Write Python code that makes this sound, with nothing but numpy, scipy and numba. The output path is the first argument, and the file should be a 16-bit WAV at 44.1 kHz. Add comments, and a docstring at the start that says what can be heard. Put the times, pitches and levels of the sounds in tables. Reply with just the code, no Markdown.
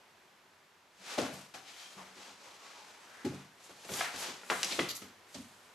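"""A cat turns round in a large cardboard box lying on its side, close to the microphone in a quiet room.
Out of the hush, paws thump the panels at 1.2 s and set the hollow box booming. Light steps follow, fur
and pads sliding over the board with a grainy hiss, until another heavy step lands at 3.2 s. From 3.8 s
claws and flexing board give a flurry of dry snaps, with more thumps at 4.5 and 4.8 s. A claw drags in
two short scratches, and a last soft step dies away."""
import sys
import numpy as np
from scipy import signal
from scipy.fft import rfft, irfft
from scipy.io import wavfile
from numba import njit

SR = 44100
rng = np.random.default_rng(int(sys.argv[2]) if len(sys.argv) > 2 else 0)


def wav_record(signal):
    """Record a signal, one row per channel, as 16-bit PCM in the file named by sys.argv[1]."""
    frames = np.transpose(np.atleast_2d(signal))
    bounded = np.clip(frames, -1, 1)
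    # unit amplitude maps onto the largest positive 16-bit level
    quanta = np.round(bounded * 32767).astype(np.int16)
    wavfile.write(sys.argv[1], SR, quanta)


N = 253134
TIME = np.arange(N) / SR
AGE = np.arange(SR) / SR   # seconds since a contact


def from_db(db):
    return 10 ** (np.asarray(db) / 20)


def rms_one(x):
    return x / np.sqrt(np.mean(x ** 2) + 1e-20)


def dying(t60):
    return from_db(-60 * AGE / t60)


def in_time(curve):
    """A breakpoint curve at every sample."""
    return np.interp(TIME, *np.transpose(curve))


def add(out, t, sound):
    """Mix a sound in at t seconds."""
    i = round(t * SR)
    out[:, i:i + sound.shape[-1]] += sound[..., :N - i]


def cut(x, hz, kind, order=2):
    return signal.sosfilt(signal.butter(order, min(hz, .45 * SR), kind, fs=SR, output="sos"), x)


def resonate(x, hz, width):
    """One resonance; width is a share of its pitch."""
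    hz = min(hz, .3 * SR)
    return signal.lfilter(*signal.iirpeak(hz, max(1 / width, 4 * hz / SR), fs=SR), x)


@njit
def glide(x, hz, width):
    """A state-variable band-pass whose pitch moves; width is a share of its pitch."""
    tuning = np.tan(np.pi * np.minimum(np.maximum(hz, 50.), .4 * SR) / SR)
    out = np.zeros_like(x)
    for c in range(len(x)):
        a = b = 0.
        for i, g in enumerate(tuning):
            band = (a + g * (x[c, i] - b)) / (1 + g * (g + width))
            a, b = 2 * band - a, b + 2 * g * band
            out[c, i] = band * width
    return out


def coloured(x, spectrum):
    """Give noise a spectrum; rms 1."""
    hz, db = np.transpose(spectrum)
    bins = np.fft.rfftfreq(N, 1 / SR) + 1e-3
    gain = from_db(np.interp(np.log(bins), np.log(hz), db, left=-80))
    return rms_one(irfft(rfft(x) * gain, N))


def widen(pair, side_db=-6.5, bass_hz=650, top_hz=10800):
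    """Two noises as a diffuse field: long waves reach both microphone ports alike."""
    side = cut(cut(pair[1], bass_hz, "high", order=1), top_hz, "low", order=8)
    return pair[0] + from_db(side_db) * side * np.array([[1], [-1]])


def scatter(db, t60, swell_s):
    """A dense train of reflections that swells and dies; db sets its energy."""
    swell = 1 - np.exp(-AGE / (swell_s + 1e-4))
    echoes = widen(rng.standard_normal((2, len(AGE)))) * dying(t60) * swell
    return from_db(db) * rms_one(echoes) / np.sqrt(len(AGE))


def through(sound, response):
    return signal.fftconvolve(np.atleast_2d(sound), response, axes=-1)[:, :len(AGE)]


def room_air():
    """The hush of the room, creeping up a few dB."""
    # room tone: f/Hz, density/dB
    spectrum = [(15, -69), (25, -18), (69, -25.5), (91, -8), (129, -14), (164, -8.5), (322, -10),
                (359, -4.5), (469, -8), (1020, -4.5), (1110, -6.5), (1660, -7.5), (10900, -23),
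                (14300, -30), (15500, -36)]
    # its fader: t/s, level/dB
    level = [(0, -62), (0.9, -64.5), (5.74, -59.5)]
    return from_db(in_time(level)) * coloured(widen(rng.standard_normal((2, N)), side_db=-6), spectrum)


def walls(x):
    """Each wall of the box sends the sound back a moment later."""
    # early reflections: delay/s, level/dB
    echoes = [(.0018, -33.5), (.0035, -57), (.0061, -23), (0.0143, -15.5)]
    out = x.copy()
    for delay, db in echoes:
        add(out, delay, from_db(db) * x)
    return out


def cavity(x, standing_db=-5):
    """Standing waves between the walls lend everything inside a boxy colour."""
    # standing waves: f/Hz, width/Hz, relative level/dB
    waves = [(704, 67, 1), (1375, 400, -1.5), (1930, 210, -14), (2390, 28, -6), (3800, 160, -35),
             (6000, 170, -8), (6600, 160, -5)]
    return x + sum(from_db(standing_db + db) * resonate(x, hz, width / hz) for hz, width, db in waves)


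def lean(x, mids_hz=(320, 5500)):
    """The cat's place tips the mids to the left."""
    # pan: t/s, left minus right/dB
    pan = [(0.9, 2), (1.2, 2.5), (1.7, 4), (2.5, 1.5), (3.5, 1.5), (4.1, 2), (4.7, 2), (5.4, 0.5)]
    mids = signal.sosfiltfilt(signal.butter(1, mids_hz, "band", fs=SR, output="sos"), x)
    return x + mids * (from_db(in_time(pan) * np.array([[.5], [-.5]])) - 1)


def friction(grain_db, size=N):
    """Countless tiny slips of uneven size."""
    sizes = from_db(grain_db * np.minimum(rng.exponential(1, size), 5))
    return widen(rng.standard_normal((2, size)) * sizes)


def pressure_wander(per_s=140, depth_db=1):
    """The gain wavers as the contact pressure wanders."""
    knots = rng.standard_normal(1024)
    return from_db(depth_db * np.interp(TIME * per_s, np.arange(len(knots)), knots))


def rub_levels(swell_s=0.078, swell_db=9, fade_db_per_s=101):
    """Each rub swells, holds and fades; gives the dB of hiss, rustle and fizz over time."""
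    # fur pressed on the board: from/s, until/s, hiss/dB, rustle/dB re hiss, fizz/dB re hiss
    rubs = [(1.121, 1.145, -47, -4, -6), (1.225, 1.23, -51.5, 6, -6), (1.356, 1.406, -56, -5.5, -3),
            (1.702, 1.94, -57.5, -6, -4.5), (2.008, 2.092, -61.5, 1, -5.5), (2.216, 2.285, -55, -4, -8),
            (2.44, 2.545, -58.5, -3, -7), (2.64, 2.805, -57.5, -4, -8.5), (2.896, 2.935, -60, -1.5, -6.5),
            (3.038, 3.414, -62, .5, -4.5), (3.644, 3.71, -61, -4, -3), (3.81, 3.853, -59.5, -6, -3.5),
            (3.997, 4.017, -41.5, -4, -4), (4.225, 4.27, -43.5, -4, -9.5), (4.556, 4.569, -50, -1.5, 3),
            (4.643, 4.782, -46, -5, -1.5), (5.382, 5.38, -57.5, -12, 0), (5.5, 5.67, -70, -19, 1.5)]
    power = np.full((3, N), 1e-14)
    for start, end, db, rustle_db, fizz_db in rubs:
        swell = swell_db * (np.maximum(start - TIME, 0) / swell_s) ** 1.3
        fade = fade_db_per_s * np.maximum(TIME - end, 0)
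        power += np.outer(from_db([0, rustle_db, fizz_db]), from_db(db - swell - fade)) ** 2
    return 10 * np.log10(power)


def fur_rubs(hollow_db=-6):
    """Fur hisses on the liner; its pressure makes the board rustle and the box sound hollow."""
    # fur on cardboard: f/Hz, density/dB
    spectrum = [(88, -19), (150, -9), (530, -1.5), (618, -2), (695, -4.5), (812, 2.5), (1170, -0.5),
                (1320, -2.5), (1830, -2.5), (4750, -3.5), (9180, -9), (10900, -14.5), (12800, -18),
                (13800, -18), (15500, -72)]
    # edges of the hollow, rustle, hiss and fizz bands: f/Hz
    edges = [170, 600, 2500, 8000, 15000]
    hiss, rustle, fizz = rub_levels()
    rub = coloured(friction(grain_db=1.5), spectrum)
    out = np.zeros((2, N))
    for db, low, high in zip([rustle + hollow_db, rustle, hiss, fizz], edges, edges[1:]):
        band = cut(cut(rub, low, "high", order=4), high, "low", order=4)
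        out += from_db(db) * rms_one(band)
    return out * pressure_wander()


def skids(middle_s=0.5):
    """A pad or the flank slips with a swish, whose pitch moves with the point of contact."""
    # swishes: middle t/s, level/dB, half length/s, f/Hz, width/share of f, rise/octaves per half length
    swishes = [(1.107, -48, 0.037, 2200, 2, -.07), (1.262, -47, .012, 2000, 3.4, -.037),
               (1.687, -54.5, .019, 3000, 1.1, -0.073), (1.811, -53.5, 0.038, 3060, 2.1, -0.017),
               (1.82, -62, 0.081, 3170, 0.018, 0.0087), (2.003, -55, 0.017, 1010, 0.54, -0.017),
               (2.47, -58, 0.013, 925, 0.12, 0.098), (2.638, -63.5, 0.035, 1120, .19, -0.096),
               (2.715, -63, 0.026, 1290, 0.96, .087), (2.804, -62, .04, 910, 0.24, -0.077),
               (2.989, -70, 0.064, 905, 0.1, 0.086), (3.191, -61.5, .08, 1690, .39, .077),
               (3.648, -58, 0.0086, 7450, 0.62, .072), (3.958, -42, 0.042, 9600, 1.6, -0.072),
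               (4.059, -43.5, 0.028, 1900, 0.67, -0.29), (4.209, -44, 0.028, 8100, 2.1, 0.057),
               (4.495, -53, .0054, 3030, 4.4, 0), (4.53, -38, 0.011, 1420, .45, .27),
               (4.723, -35.5, .011, 3370, 0.92, -.058)]
    out = np.zeros((2, N))
    for t, db, half, pitch, width, rise in swishes:
        along = (AGE - middle_s) / half
        hz = pitch * 2 ** (rise * np.clip(along, -2, 2))
        grit = friction(grain_db=-0.5, size=len(AGE))
        band = glide(glide(grit, hz, width), hz, 2 * width)
        swish = from_db(db) * rms_one(band / np.sqrt(hz)) * np.exp(-.5 * along ** 2)
        room = scatter(db=-3, t60=0.38, swell_s=0.0031)
        add(out, t - middle_s, swish + through(swish, room))
    return out


def stick_slip(length, count=40, per_s=810, slip_s=0.0015, spread_db=2, bite_s=0.0012, release_s=0.0063):
    """A claw digs in, judders along in short uneven slips and comes free; gives its force over time."""
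    times = np.cumsum(rng.uniform(0.55, 1.3, count)) / per_s
    slips = np.zeros(len(AGE))
    slips[(times * SR).astype(int)] = from_db(rng.normal(0, spread_db, count))
    judder = signal.lfilter([1], [1, -np.exp(-1 / (slip_s * SR))], slips)
    force = judder * (1 - np.exp(-AGE / bite_s)) * np.exp(-np.maximum(AGE - length, 0) / release_s)
    return force / np.sqrt(np.sum(force ** 2) / (length * SR))


def scratches(overtone=1.41, overtone_db=-6, tip_hz=12000, tip_width=0.37):
    """Each slip of a claw rasps in the liner's two resonances and squeaks at the tip."""
    # claw drags: t/s, length/s, level/dB, f/Hz, width/share of f, tip squeak/dB re level
    drags = [(1.327, .022, -57, 7000, 1.2, -8), (4.885, 0.028, -38, 4360, 0.41, -5.5),
             (4.948, .023, -45, 7100, 0.83, -6.5), (5.342, 0.011, -47.5, 4600, 0.63, -14)]
    out = np.zeros((2, N))
    for t, length, db, pitch, width, tip_db in drags:
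        grit = friction(grain_db=-2, size=len(AGE))
        peaks = [(pitch, width, 0), (pitch * overtone, width / overtone, overtone_db),
                 (tip_hz, tip_width, tip_db)]
        tone = sum(from_db(peak_db) * rms_one(resonate(resonate(grit, hz, w), hz, 2 * w))
                   for hz, w, peak_db in peaks)
        rasp = from_db(db) * tone * stick_slip(length)
        room = scatter(db=-5.5, t60=0.38, swell_s=0.0024)
        add(out, t, rasp + through(rasp, room))
    return out


def crack(pitch, width):
    """One sharp pulse of height 1."""
    pulse = resonate(signal.unit_impulse(len(AGE) // 16), pitch, width)
    pulse = cut(cut(pulse, 2.4 * pitch, "low", order=4), 0.13 * pitch, "high")
    return pulse / np.abs(pulse).max()


def crack_run(pitch, width, after_db, length, count=4, fade_db=5.5, spread_octaves=0.095):
    """The board gives way in a short run: the snap, then uneven, narrower cracks that weaken."""
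    out = np.zeros((1, len(AGE) // 4))
    add(out, 0, crack(pitch, width))
    for k in range(count):
        along = (k + rng.uniform(.5, 1)) / count
        hz = pitch * 2 ** (spread_octaves * rng.normal())
        height = rng.choice([-1, 1]) * from_db(after_db - fade_db * along)
        add(out, along * length, height * crack(hz, 0.92 * width))
    return out


def snaps(panel_db=-8, panel_width_hz=18):
    """Claws and buckling board crack; the panel rattles and rings, the box and the room reflect it."""
    # snaps: t/s, peak/dB, f/Hz, width/share of f, after-cracks/dB re peak, length of their run/s
    runs = [(1.188, -21, 1840, 7.4, -12, 0.0084), (1.2167, -24, 4300, 0.71, -13, 0.022),
            (1.264, -36, 1100, 0.66, -9, .0079), (3.2505, -40.5, 4230, 1.4, -2, .015),
            (3.346, -41, 3700, 2.9, -3.5, 0.0088), (3.847, -38, 3520, 3.8, 0.5, .0074),
            (3.8915, -36.5, 1200, 3.1, -5.5, 0.00488), (3.918, -31, 5000, 1.5, 0, .005),
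            (3.9375, -23, 5250, .98, -1, 0.0056), (4.007, -26.5, 2550, 1.5, 2, 0.014),
            (4.0092, -22.5, 1200, 0.55, -1.5, 0.0031), (4.1601, -29, 4500, 1.5, 1.5, 0.0064),
            (4.415, -41, 1800, 3.5, -19, .006), (4.4338, -37, 1070, 7.8, -7, 0.0085),
            (4.5003, -16.5, 1630, 0.99, -18, 0.0047), (4.5014, -26, 2360, 0.37, -2.5, 0.0055),
            (4.5164, -24, 910, 0.57, -14, 0.01), (4.631, -10, 4600, 1, -27, .004),
            (4.6327, -20, 2900, 0.36, -4, 0.0041), (4.645, -19.5, 5400, 0.42, -0.5, .004),
            (4.7918, -19.5, 1690, 2.6, -3, 0.00215), (4.7942, -19, 2190, 0.45, -2, 0.0037)]
    # stiff upper modes of the board: f/Hz
    panel_modes = [1016, 1160, 1260, 1315, 1379, 1676, 1992, 2400, 2507, 2986, 3382]
    out = np.zeros((2, N))
    for t, db, *run in runs:
        rattle = scatter(db=-4.5, t60=0.03, swell_s=0.0016)
        box = scatter(db=-7, t60=0.53, swell_s=0.0031)
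        room = scatter(db=-6.5, t60=0.53, swell_s=0.013)
        response = rattle + box + room
        response[:, 0] += 1   # the direct sound
        add(out, t, -from_db(db) * through(crack_run(*run), response))
    return out + from_db(panel_db) * sum(resonate(out, hz, panel_width_hz / hz) for hz in panel_modes)


def footfalls(lag_s=0.0112, pitch_share=0.396, weight_scuff_db=-20, weight_flutter_db=-6):
    """Every step loads the board twice: the pad lands, then the weight settles with a deeper thud."""
    # steps: t/s, level/dB, f of the struck spot/Hz, spread/octaves, scuff/dB re level,
    # weight/dB re level, flutter/dB re level, time the pad takes to flatten/s, ring/share of a free panel's
    steps = [(0.976, -70, 190.6, 0.13, -12, -21, -2, 0.0055, 1.1),
             (1.176, -28, 617, 0.2, -12, -34, -7, 0.0046, 0.76),
             (1.182, -27, 298, 0.26, -20, -29, -13, 0.0025, 0.62),
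             (1.191, -31, 423, 0.48, -22, -24, -9, 0.0025, 0.53),
             (1.221, -28.5, 260, 0.29, -26, -38, -9, 0.0038, .55),
             (1.318, -46.5, 178, 0.34, -32, -28, -11.5, .004, 0.95),
             (1.535, -49, 735, 0.059, 2.5, -12, -9.5, 0.0077, 0.94),
             (1.964, -53.5, 190, 0.14, -12, -20, -9, .004, 1.25),
             (1.972, -56.5, 795, 0.88, .5, -10, -0.5, 0.0052, 0.71),
             (2.159, -57, 291, 0.35, -1, -23, -13, 0.0075, 1.14),
             (2.275, -64, 230, 1, -10, -19, -4, .005, 0.82),
             (2.456, -62, 550, 0.13, 0, -25, -9, 0.0046, 0.8),
             (3.2447, -25.5, 274, 0.17, -21.5, -20, -13, 0.0052, 0.78),
             (3.257, -36.5, 375, 0.096, -24, -13, -9.5, 0.0027, 1),
             (3.279, -43.5, 150, 0.25, -18, -30, -5, .004, 1.1),
             (3.317, -44.5, 302, 1.06, -29, -30, -21, 0.0036, 0.89),
             (3.344, -39.5, 238, 0.18, -23, -32, -11, 0.0034, .35),
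             (3.69, -53.5, 420, 1.2, -5.5, -7, -9, .004, 0.57),
             (3.846, -53, 293, 1.6, -9, -19, -11, 0.0036, 0.67),
             (3.888, -46, 450, .57, -3.5, -3, -8.5, 0.0048, 1.3),
             (3.913, -49.5, 428, 1.55, -14, -13, -4, .004, 0.8),
             (4.137, -49, 198, 1.3, -0.5, -8, -10, 0.0027, 0.78),
             (4.275, -52, 312, 0.75, -4, -34, -5, 0.0059, 1.17),
             (4.5002, -35.5, 570, 0.87, -3.5, -10, -6.5, 0.0017, 0.82),
             (4.645, -47.5, 330, 0.96, -8, -26, -5, 0.0034, 0.83),
             (4.711, -47.5, 357, 1.2, -12, -22, -9, .004, 1.24),
             (4.7858, -28.5, 450, .45, -16.5, -17, -7, 0.003, 0.41),
             (4.7981, -29.5, 330, 0.26, -12.5, -13.5, -6, 0.0026, .42),
             (4.815, -41.5, 135, 0.77, -21, -15, -10, 0.0044, 0.47),
             (5.014, -48, 252, 0.73, -4, -17.5, -4.5, 0.0056, .7),
             (5.342, -48.5, 580, 0.13, -5, -1, -8, 0.0038, 0.57),
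             (5.352, -40, 247.5, 0.13, -28, -14, -10, 0.0028, 0.78),
             (5.379, -52.5, 235, 0.34, -27, -13, 0, .004, 0.89)]
    for t, db, pitch, spread, scuff_db, weight_db, flutter_db, flatten_s, freedom in steps:
        yield t, db, pitch, spread, scuff_db, flutter_db, flatten_s, freedom
        yield (t + lag_s, db + weight_db, pitch * pitch_share, spread,
               weight_scuff_db, weight_flutter_db, flatten_s, freedom)


def box_boom(pitch, spread, ring, far_modes_db=-15.5, detune=0.012):
    """Modes near the pitch of the struck spot ring most; the cat's weight detunes them at each step."""
    # modes of the panels and the air in the box: f/Hz, level/dB, t60/s
    modes = [(93.7, -4, 0.54), (139.8, -0.5, 0.57), (191.6, 0.5, 0.65), (239.4, -2.5, 0.57),
             (266.2, 3, 0.37), (294.3, 1, 0.28), (363.1, 2.5, 0.42), (380.5, 9, 0.18), (424.5, 5, 0.29),
             (484, 3.5, 0.16), (530.6, 11, 0.14), (586, 6.5, 0.2), (677, 2, 0.19), (751, -4.5, 0.52),
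             (843, 14, 0.15), (1113, 5, 0.25)]
    hz, db, t60 = np.transpose(modes)[:, :, None]
    near = np.exp(-.5 * (np.log2(hz / pitch) / spread) ** 2)
    reach = near + from_db(far_modes_db) * np.minimum(pitch / hz, 1)
    strength = reach / np.linalg.norm(reach) * from_db(db + rng.normal(0, 1, hz.shape))
    cycles = hz * (1 + rng.normal(0, detune, hz.shape)) * AGE
    return (strength * np.sin(2 * np.pi * cycles) * dying(t60 * ring)).sum(0)


def paws(free_ring_db=-49, ring_halves_db=55, settle_s=0.3, scuff_hz=2400):
    """A pad loads the board: the box booms, the panel flutters, the pad scuffs."""
    out = np.zeros((2, N))
    room_tail = dying(t60=0.49)
    for t, db, pitch, spread, scuff_db, flutter_db, flatten_s, freedom in footfalls():
        press = 1 - np.exp(-(AGE / flatten_s) ** 2)
        ring = freedom * .5 ** ((db - free_ring_db) / ring_halves_db)   # heavier steps ring shorter
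        choke = np.exp(-(AGE / (settle_s * freedom)) ** 2)   # the settling weight stops the ring
        boom = box_boom(pitch, spread, ring) * choke
        board, skin = (widen(rng.standard_normal((2, len(AGE)))) for _ in range(2))
        # a soft pad cannot shake the panel far above the pitch of the spot
        flutter = rms_one(cut(resonate(board, pitch, 1.04 * spread), pitch * 2 ** spread, "low", order=6))
        flutter *= from_db(flutter_db) * (dying(t60=0.16 * ring) + freedom * from_db(-0.5) * room_tail)
        scuff = rms_one(cut(resonate(skin, scuff_hz, width=5.9), 5000, "low", order=1))
        scuff *= from_db(scuff_db) * (dying(t60=0.087) + from_db(-1) * room_tail)
        add(out, t, from_db(db) * press * (boom + flutter + scuff))
    return out


def scene():
    """The cat's moves, coloured by the box, over the room tone."""
    cat = cavity(paws() + snaps() + scratches() + walls(fur_rubs() + skids()))
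    cat = cut(cut(cat, 60, "high", order=4), 12500, "low", order=10)
    return lean(cat) + room_air()


def record(dry, dip_hz=9300, left_dip=0.57, right_dip=0.32, top_hz=14300):
    """The microphone ports dip in the high treble, the left one more; the top is cut."""
    heard = dry - np.array([[left_dip], [right_dip]]) * resonate(dry, dip_hz, width=0.26)
    return cut(heard, top_hz, "low", order=16)


dry = scene()
out = record(dry)
wav_record(out)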